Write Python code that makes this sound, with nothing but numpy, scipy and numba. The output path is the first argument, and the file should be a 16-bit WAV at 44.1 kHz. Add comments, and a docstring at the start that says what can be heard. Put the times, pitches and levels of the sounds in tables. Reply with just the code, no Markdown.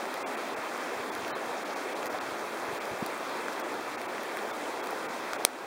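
"""River below a footbridge in light rain

A fast river rushes over rocks in a wooded valley: swarms of bubble tones and shaped noise merge into a roar.
Raindrops tick on a camera and its holder (noise bursts with dull knocks), and its body takes soft thuds.
The treble drops out for instants while thin steady tones linger in some of the gaps.
Near the end a sharp click rings the casing (fading tones) and makes the gain control duck."""
import sys
import numpy as np
from scipy import signal
from scipy.fft import rfft, irfft
from scipy.io import wavfile
from scipy.ndimage import uniform_filter1d
from numba import njit

SR = 44100
rng = np.random.default_rng(int(sys.argv[2]) if len(sys.argv) > 2 else 0)


def file_out(sig):
    """Save sig as 16-bit WAV at sys.argv[1]."""
    # one column per channel
    cols = np.atleast_2d(sig).T
    # limit, then scale
    lim = np.clip(cols, -1, 1)
    pcm = np.round(lim * 32767).astype(np.int16)
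    wavfile.write(sys.argv[1], SR, pcm)


N = 249606


def undb(db):
    """Turns decibels into a gain."""
    return 10 ** (np.asarray(db) / 20)


def unit(x):
    """Scales a sound to an rms level of 1."""
    return x / np.sqrt(np.mean(x ** 2))


def walk(rate_hz):
    """A smooth random wander, from random steps averaged twice; its spread is near 1."""
    step = int(SR / rate_hz)
    held = np.repeat(rng.standard_normal(N // step + 1), step)
    smooth = uniform_filter1d(uniform_filter1d(held, step), step)
    return 1.5 * smooth[:N]


def add(out, start_s, sound):
    """Mixes a short sound in at its start time."""
    i = int(start_s * SR)
    out[i:i + len(sound)] += sound[:N - i]


def butter(order, hz, kind, x):
    """Filters a sound: "high" keeps what lies above hz, "band" what lies between two pitches."""
    return signal.sosfilt(signal.butter(order, hz, kind, fs=SR, output="sos"), x)


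# Thin tones heard around some dropouts: middle_s, pitch_hz, peak_db, length_ms
THIN_TONES = [(0.242, 2100, -44, 40), (0.24, 2460, -44, 36), (0.25, 2300, -44, 40), (0.247, 2720, -48, 40),
              (0.249, 3400, -53, 30), (1.11, 3430, -50, 40), (1.32, 1700, -43, 40), (1.326, 3050, -49, 45),
              (1.339, 3800, -50, 41), (1.339, 4130, -50, 39), (3.627, 3350, -50, 35),
              (4.521, 2200, -46, 35), (4.521, 3520, -49, 35), (4.824, 3300, -48, 35)]


def thin_tones():
    """Brief tones of steady pitch that swell and fade."""
    t = np.arange(N) / SR
    out = np.zeros(N)
    for middle_s, hz, db, length_ms in THIN_TONES:
        swell = np.cos(np.pi * np.clip(1000 * (t - middle_s) / length_ms, -.5, .5))
        out += undb(db) * np.sin(2 * np.pi * hz * t) * swell
    return out


# Soft thuds through the camera body: middle_s, peak_db (before the bass cut), pitch_hz
BODY_THUDS = [(0.59, -49, 120), (0.971, -48, 125), (1.002, -46, 120), (1.154, -50, 105), (1.19, -49, 100),
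              (1.233, -48, 90), (2.061, -49, 110), (2.14, -50, 105), (2.232, -50, 120), (2.287, -50, 125),
              (2.324, -50, 105), (2.441, -52, 110), (2.688, -46, 95), (2.733, -41, 130), (2.918, -41, 110),
              (2.938, -40, 151), (3.0272, -23, 225), (4.367, -51, 125), (5.337, -54, 55)]


def thuds(turns=2.4, bass_hz=60):
    """A soft push on the body swings it back and forth a little over twice, most strongly in the middle."""
    out = np.zeros(N)
    for middle_s, db, hz in BODY_THUDS:
        swings = np.arange(int(turns * SR / hz)) * hz / SR
        swell = np.sin(np.pi * swings / turns) ** 2
        push = np.cos(2 * np.pi * (swings - turns / 2)) * swell
        add(out, middle_s - turns / hz / 2, undb(db) * push)
    # run forwards and backwards, so that the bass cut does not delay the thuds
    return signal.sosfiltfilt(signal.butter(1, bass_hz, "high", fs=SR, output="sos"), out)


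# Tones at which the casing rings: pitch_hz, width_hz (wider dies faster; damping scales it), level_db (relative)
CASING_TONES = [(330, 280, -8.5), (660, 430, -5), (1210, 470, -7.5), (2340, 360, -3.5), (3280, 290, -5.5),
                (4020, 620, -4.5), (5270, 670, -3), (6350, 560, -5), (7500, 580, -17), (8820, 550, 0),
                (10480, 620, -5.5), (11600, 390, -11), (12100, 700, -9.5), (13200, 510, -10),
                (14050, 550, -9), (15000, 600, -13), (15900, 600, -20)]
# Where the casing hardly gives off sound: pitch_hz, width_hz
CASING_GAP = (4870, 900)


def click(start_s=5.4499, energy_db=11.5, tail_db=-30, tail_ms=13, swell=0.64, damping=1.38):
    """A snap makes the casing ring at many pitches, which swell for an instant and die; a faint hiss trails."""
    t = np.arange(2000) / SR
    snap = np.zeros(len(t))
    for k, (hz, width, db) in enumerate(CASING_TONES):
        fade = (width * t) ** swell * np.exp(-damping * np.pi * width * t)
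        # neighbouring tones start in opposite directions
        snap += (-1) ** k * undb(db) * width * np.sin(2 * np.pi * hz * t) * fade
    gap_hz, gap_width = CASING_GAP
    snap = signal.lfilter(*signal.iirnotch(gap_hz, gap_hz / gap_width, fs=SR), snap)
    snap = undb(energy_db) * snap / np.linalg.norm(snap)
    hiss = butter(3, [2500, 11000], "band", rng.standard_normal(len(t)))
    tail = undb(tail_db) * hiss * np.exp(-1000 * t / tail_ms)
    out = np.zeros(N)
    add(out, start_s, snap + tail)
    return out


# Raindrops close by: start_s, tick_db (energy scale), treble_db (against the rest of the tick),
# knock_hz (pitch of the dull knock under it), knock_db (peak scale of the knock)
NEAR_DROPS = [(0.055, -23, -3, 2000, -30), (0.1415, -15.5, 1, 1300, -41), (0.1745, -28, 4, 1300, -43),
              (0.7766, -22, -1, 1300, -40), (1.1512, -15.5, -1, 2000, -34), (1.1805, -23, -5, 2000, -40),
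              (1.2336, -26, -10, 3500, -36), (1.2807, -18, -2, 2500, -35), (2.0295, -22, -14, 2600, -26),
              (2.0584, -16, 1, 1300, -34), (2.0675, -14.5, -2, 1300, -34), (2.187, -28, -4, 3630, -28),
              (2.2111, -25, -2, 3000, -35), (2.855, -18.5, -3, 1300, -40), (3.0626, -16.5, 4, 1000, -35),
              (3.4833, -20, -12, 1520, -20), (3.5305, -22, -1, 1300, -35), (3.5992, -18, 0, 1300, -30),
              (3.7409, -23, -2, 1300, -31), (4.016, -18, -2, 2000, -28), (4.1815, -28, -8, 2100, -26.5),
              (4.2328, -21, 0, 2000, -36), (4.371, -21, 4.5, 1900, -23), (4.3888, -30, -8, 3200, -29),
              (4.8407, -20, -4, 1300, -29), (4.8603, -21, 0, 1300, -34), (4.8716, -17, 0, 1300, -37),
              (4.9079, -21, 4, 1300, -44), (5.3333, -9.5, -12, 1390, -20)]


def rain(tick_ms=0.56, knock_turns=0.68, faint_db=-38, faint_hz=2200, scatter_db=3.0, split_hz=7500):
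    """Each drop is a crisp burst of splash noise and a dull, quickly damped knock."""
    out, t = np.zeros(N), np.arange(300) / SR
    drops = list(NEAR_DROPS)
    for when, luck, dull in rng.random((90, 3)):  # fainter drops fall at random
        level_db = faint_db - scatter_db * np.log(1 - .95 * luck)
        drops.append((when * N / SR, level_db, -12 * dull, faint_hz, -44))
    for start_s, tick_db, treble_db, hz, knock_db in drops:
        burst = rng.standard_normal(len(t)) * np.exp(-1000 * t / tick_ms)
        low = butter(2, [3200, split_hz], "band", burst)
        high = butter(2, [split_hz, 14200], "band", burst)
        low, high = low / np.linalg.norm(low), high / np.linalg.norm(high)
        tick = (low + undb(treble_db) * high) / np.sqrt(2)
        age = hz * t / knock_turns
        knock = -np.sin(2 * np.pi * hz * t) * age * np.exp(1 - age)
        add(out, start_s, undb(tick_db) * tick + undb(knock_db) * knock)
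    return out


@njit
def ring(start, hz, cycles, size, glide, n):
    """Each bubble is a decaying tone that rises in pitch as it nears the surface."""
    out = np.zeros(n)
    for k in range(len(start)):
        length = int(cycles[k] * SR / hz[k])
        # a shrinking arrow turns round and round; its height is the sound
        arrow = size[k] + 0j
        step = np.exp((2j * np.pi - 5 / cycles[k]) * hz[k] / SR)
        speed_up = np.exp(2j * np.pi * glide * hz[k] / SR / length)
        for i in range(start[k], min(n, start[k] + length)):
            out[i] += arrow.imag
            arrow, step = arrow * step, step * speed_up
    return out


def bubbles(low_hz, high_hz, cycles, scatter_db, count):
    """A swarm of bubbles at random times, pitches spread evenly in octaves, a few much louder than most."""
    when, pitch, luck, length = rng.random((count, 4)).T
    size = undb(-scatter_db * np.log(1 - luck))
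    hz = low_hz * (high_hz / low_hz) ** pitch
    return ring((when * N).astype(np.int64), hz, cycles * (.5 + length), size, 0.22, N)


# Tone colour of the water: pitch_hz, level_db (per hertz, relative)
WATER_COLOUR = [(15, -55), (30, -37), (70, -30.5), (126, -22.5), (200, -10.5), (350, -0.5), (705, -1),
                (1250, -4), (2370, -11), (3270, -17), (5170, -22.5), (9610, -27.5), (12900, -31),
                (15600, -31.5)]
# Level of the whole roar over time: time_s, level_db (rms scale)
ROAR_LEVEL = [(0, -35.5), (0.5, -35), (2.5, -35), (4.7, -35.5), (5.4, -36)]


def river(sway_db=-0.23, near_db=0.02, flicker_db=1.0, bass_flicker_db=3.5, bass_hz=140, bubble_share=0.29):
    """Bubbles and far white water; half-octave bands each flicker on their own, with barely any shared surge."""
    swarm = bubbles(199.3, 2485, 12.5, 1.44, count=12000)
    swarm = swarm + 1.4 * bubbles(2150, 12300, 3.6, 2.14, count=20000)
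    f = np.fft.rfftfreq(N, 1 / SR) + 1
    spec = rfft(swarm)
    # even out the swarm's tone colour, so that the table alone sets it
    spec = spec / np.sqrt(uniform_filter1d(np.abs(spec) ** 2, size=2000) + 1e-9) * (f > 150)
    hiss = rfft(rng.standard_normal(N)) / np.sqrt(N)
    share = bubble_share * (f > 150)  # below this there is only hiss
    hz, db = np.transpose(WATER_COLOUR)
    colour = undb(np.interp(np.log(f), np.log(hz), db))
    water = (np.sqrt(share) * spec + np.sqrt(1 - share) * hiss) * colour

    centres = np.arange(9, 29) / 2  # band middles, in octaves above 1 Hz
    sway, near = walk(5.03), [walk(12) for _ in range(6)]
    place = np.clip(np.log2(f), centres[0], centres[-1])
    out = np.zeros(N)
    for k, centre in enumerate(centres):
        band = irfft(water * np.clip(1 - 2 * np.abs(place - centre), 0, 1), N)
        # a trace of wander in common with the neighbouring bands
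        shared = sum(w * max(0, 1 - abs(k / 4 - j)) for j, w in enumerate(near))
        if 2 ** centre < bass_hz:  # the bass flickers slower and wider
            flicker = bass_flicker_db * walk(9.0)
        else:
            flicker = flicker_db * walk(24.95)
        out += band * undb(sway_db * sway + near_db * shared + flicker)
    return unit(out) * undb(np.interp(np.arange(N) / SR, *np.transpose(ROAR_LEVEL)))


# Instants when the treble drops out: middle_s, depth_db, hold_ms (time at the bottom), edge_hz (lower edge)
TREBLE_DROPOUTS = [(0.246, -37, 19, 1770), (0.363, -15, 1, 2700), (0.555, -20, 1, 2900),
                   (1.109, -17, 1, 2400), (1.333, -50, 21, 2700), (1.643, -15, 1, 2800),
                   (1.75, -13, 1, 2900), (1.945, -11, 1, 2900), (2.09, -19, 1, 2900), (2.197, -18, 1, 2900),
                   (2.795, -19, 1, 2900), (3.627, -15, 1, 2900), (3.968, -18, 2, 2900),
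                   (4.075, -17, 1, 2900), (4.523, -14, 1, 1500), (4.821, -16, 1, 2700),
                   (5.077, -18, 1, 2900), (5.376, -16, 2, 2900)]


def dropouts(x, high_hz=14800, mids_hz=1400, mids_share=0.12, fade_ms=14.6):
    """The treble fades out and back in at each dropout; the upper mids dip with it by a share."""
    f, t = np.fft.rfftfreq(N, 1 / SR), np.arange(N) / SR
    spec, out = rfft(x), x
    for middle_s, db, hold_ms, edge_hz in TREBLE_DROPOUTS:
        part = (f > mids_hz) * (f <= high_hz) * np.where(f > edge_hz, 1, mids_share)
        lost = irfft(spec * part, N)
        away = np.clip((1000 * np.abs(t - middle_s) - hold_ms / 2) / fade_ms, 0, 1)
        out = out - lost * (1 - undb(db)) * np.cos(np.pi / 2 * away) ** 2
    return out


def scene(rain_bass_hz=300, click_bass_hz=230, roar_top_hz=15750):
    """One microphone feeds both channels; small light blows carry little bass."""
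    drops = butter(2, rain_bass_hz, "high", rain())
    snap = butter(2, click_bass_hz, "high", click())
    roar = signal.sosfilt(signal.ellip(10, .2, 70, roar_top_hz, fs=SR, output="sos"), river())
    # the dropouts touch only the river and the rain
    mid = dropouts(roar + drops) + thin_tones() + thuds() + snap
    return np.array([mid, mid])


@njit
def follow(x, attack, release):
    """Follows the peaks of a sound: quick up, slow down."""
    level, y = 0., np.empty(len(x))
    for i in range(len(x)):
        level += (x[i] - level) * (attack if x[i] > level else release)
        y[i] = level
    return y


# Narrow bands missing from the sound: pitch_hz, width_hz
MISSING_BANDS = [(2898, 220), (7830, 75), (11620, 1000), (11730, 350), (11700, 310)]


def record(dry, top_db=-20, ratio=2.1, attack_ms=1.54, lag_ms=1.7, release_s=0.96, top_hz=16769):
    """Gain control ducks just after loud peaks and recovers slowly; narrow cuts and a steep top cut follow."""
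    peak = follow(np.abs(dry).max(axis=0), 1000 / (attack_ms * SR), 1 / (release_s * SR))
    peak = np.interp(np.arange(N) - lag_ms * SR / 1000, np.arange(N), peak)  # it reacts a little late
    gain = np.minimum(1, undb(top_db) / (peak + 1e-9)) ** (1 - 1 / ratio)
    out = np.tanh(1.45 * dry * gain) / 1.45  # the input stage rounds the loudest peak
    for hz, width in MISSING_BANDS:
        out = signal.lfilter(*signal.iirnotch(hz, hz / width, fs=SR), out)
    return signal.sosfilt(signal.cheby2(14, 60, top_hz, fs=SR, output="sos"), out)


dry = scene()
out = record(dry)
file_out(out)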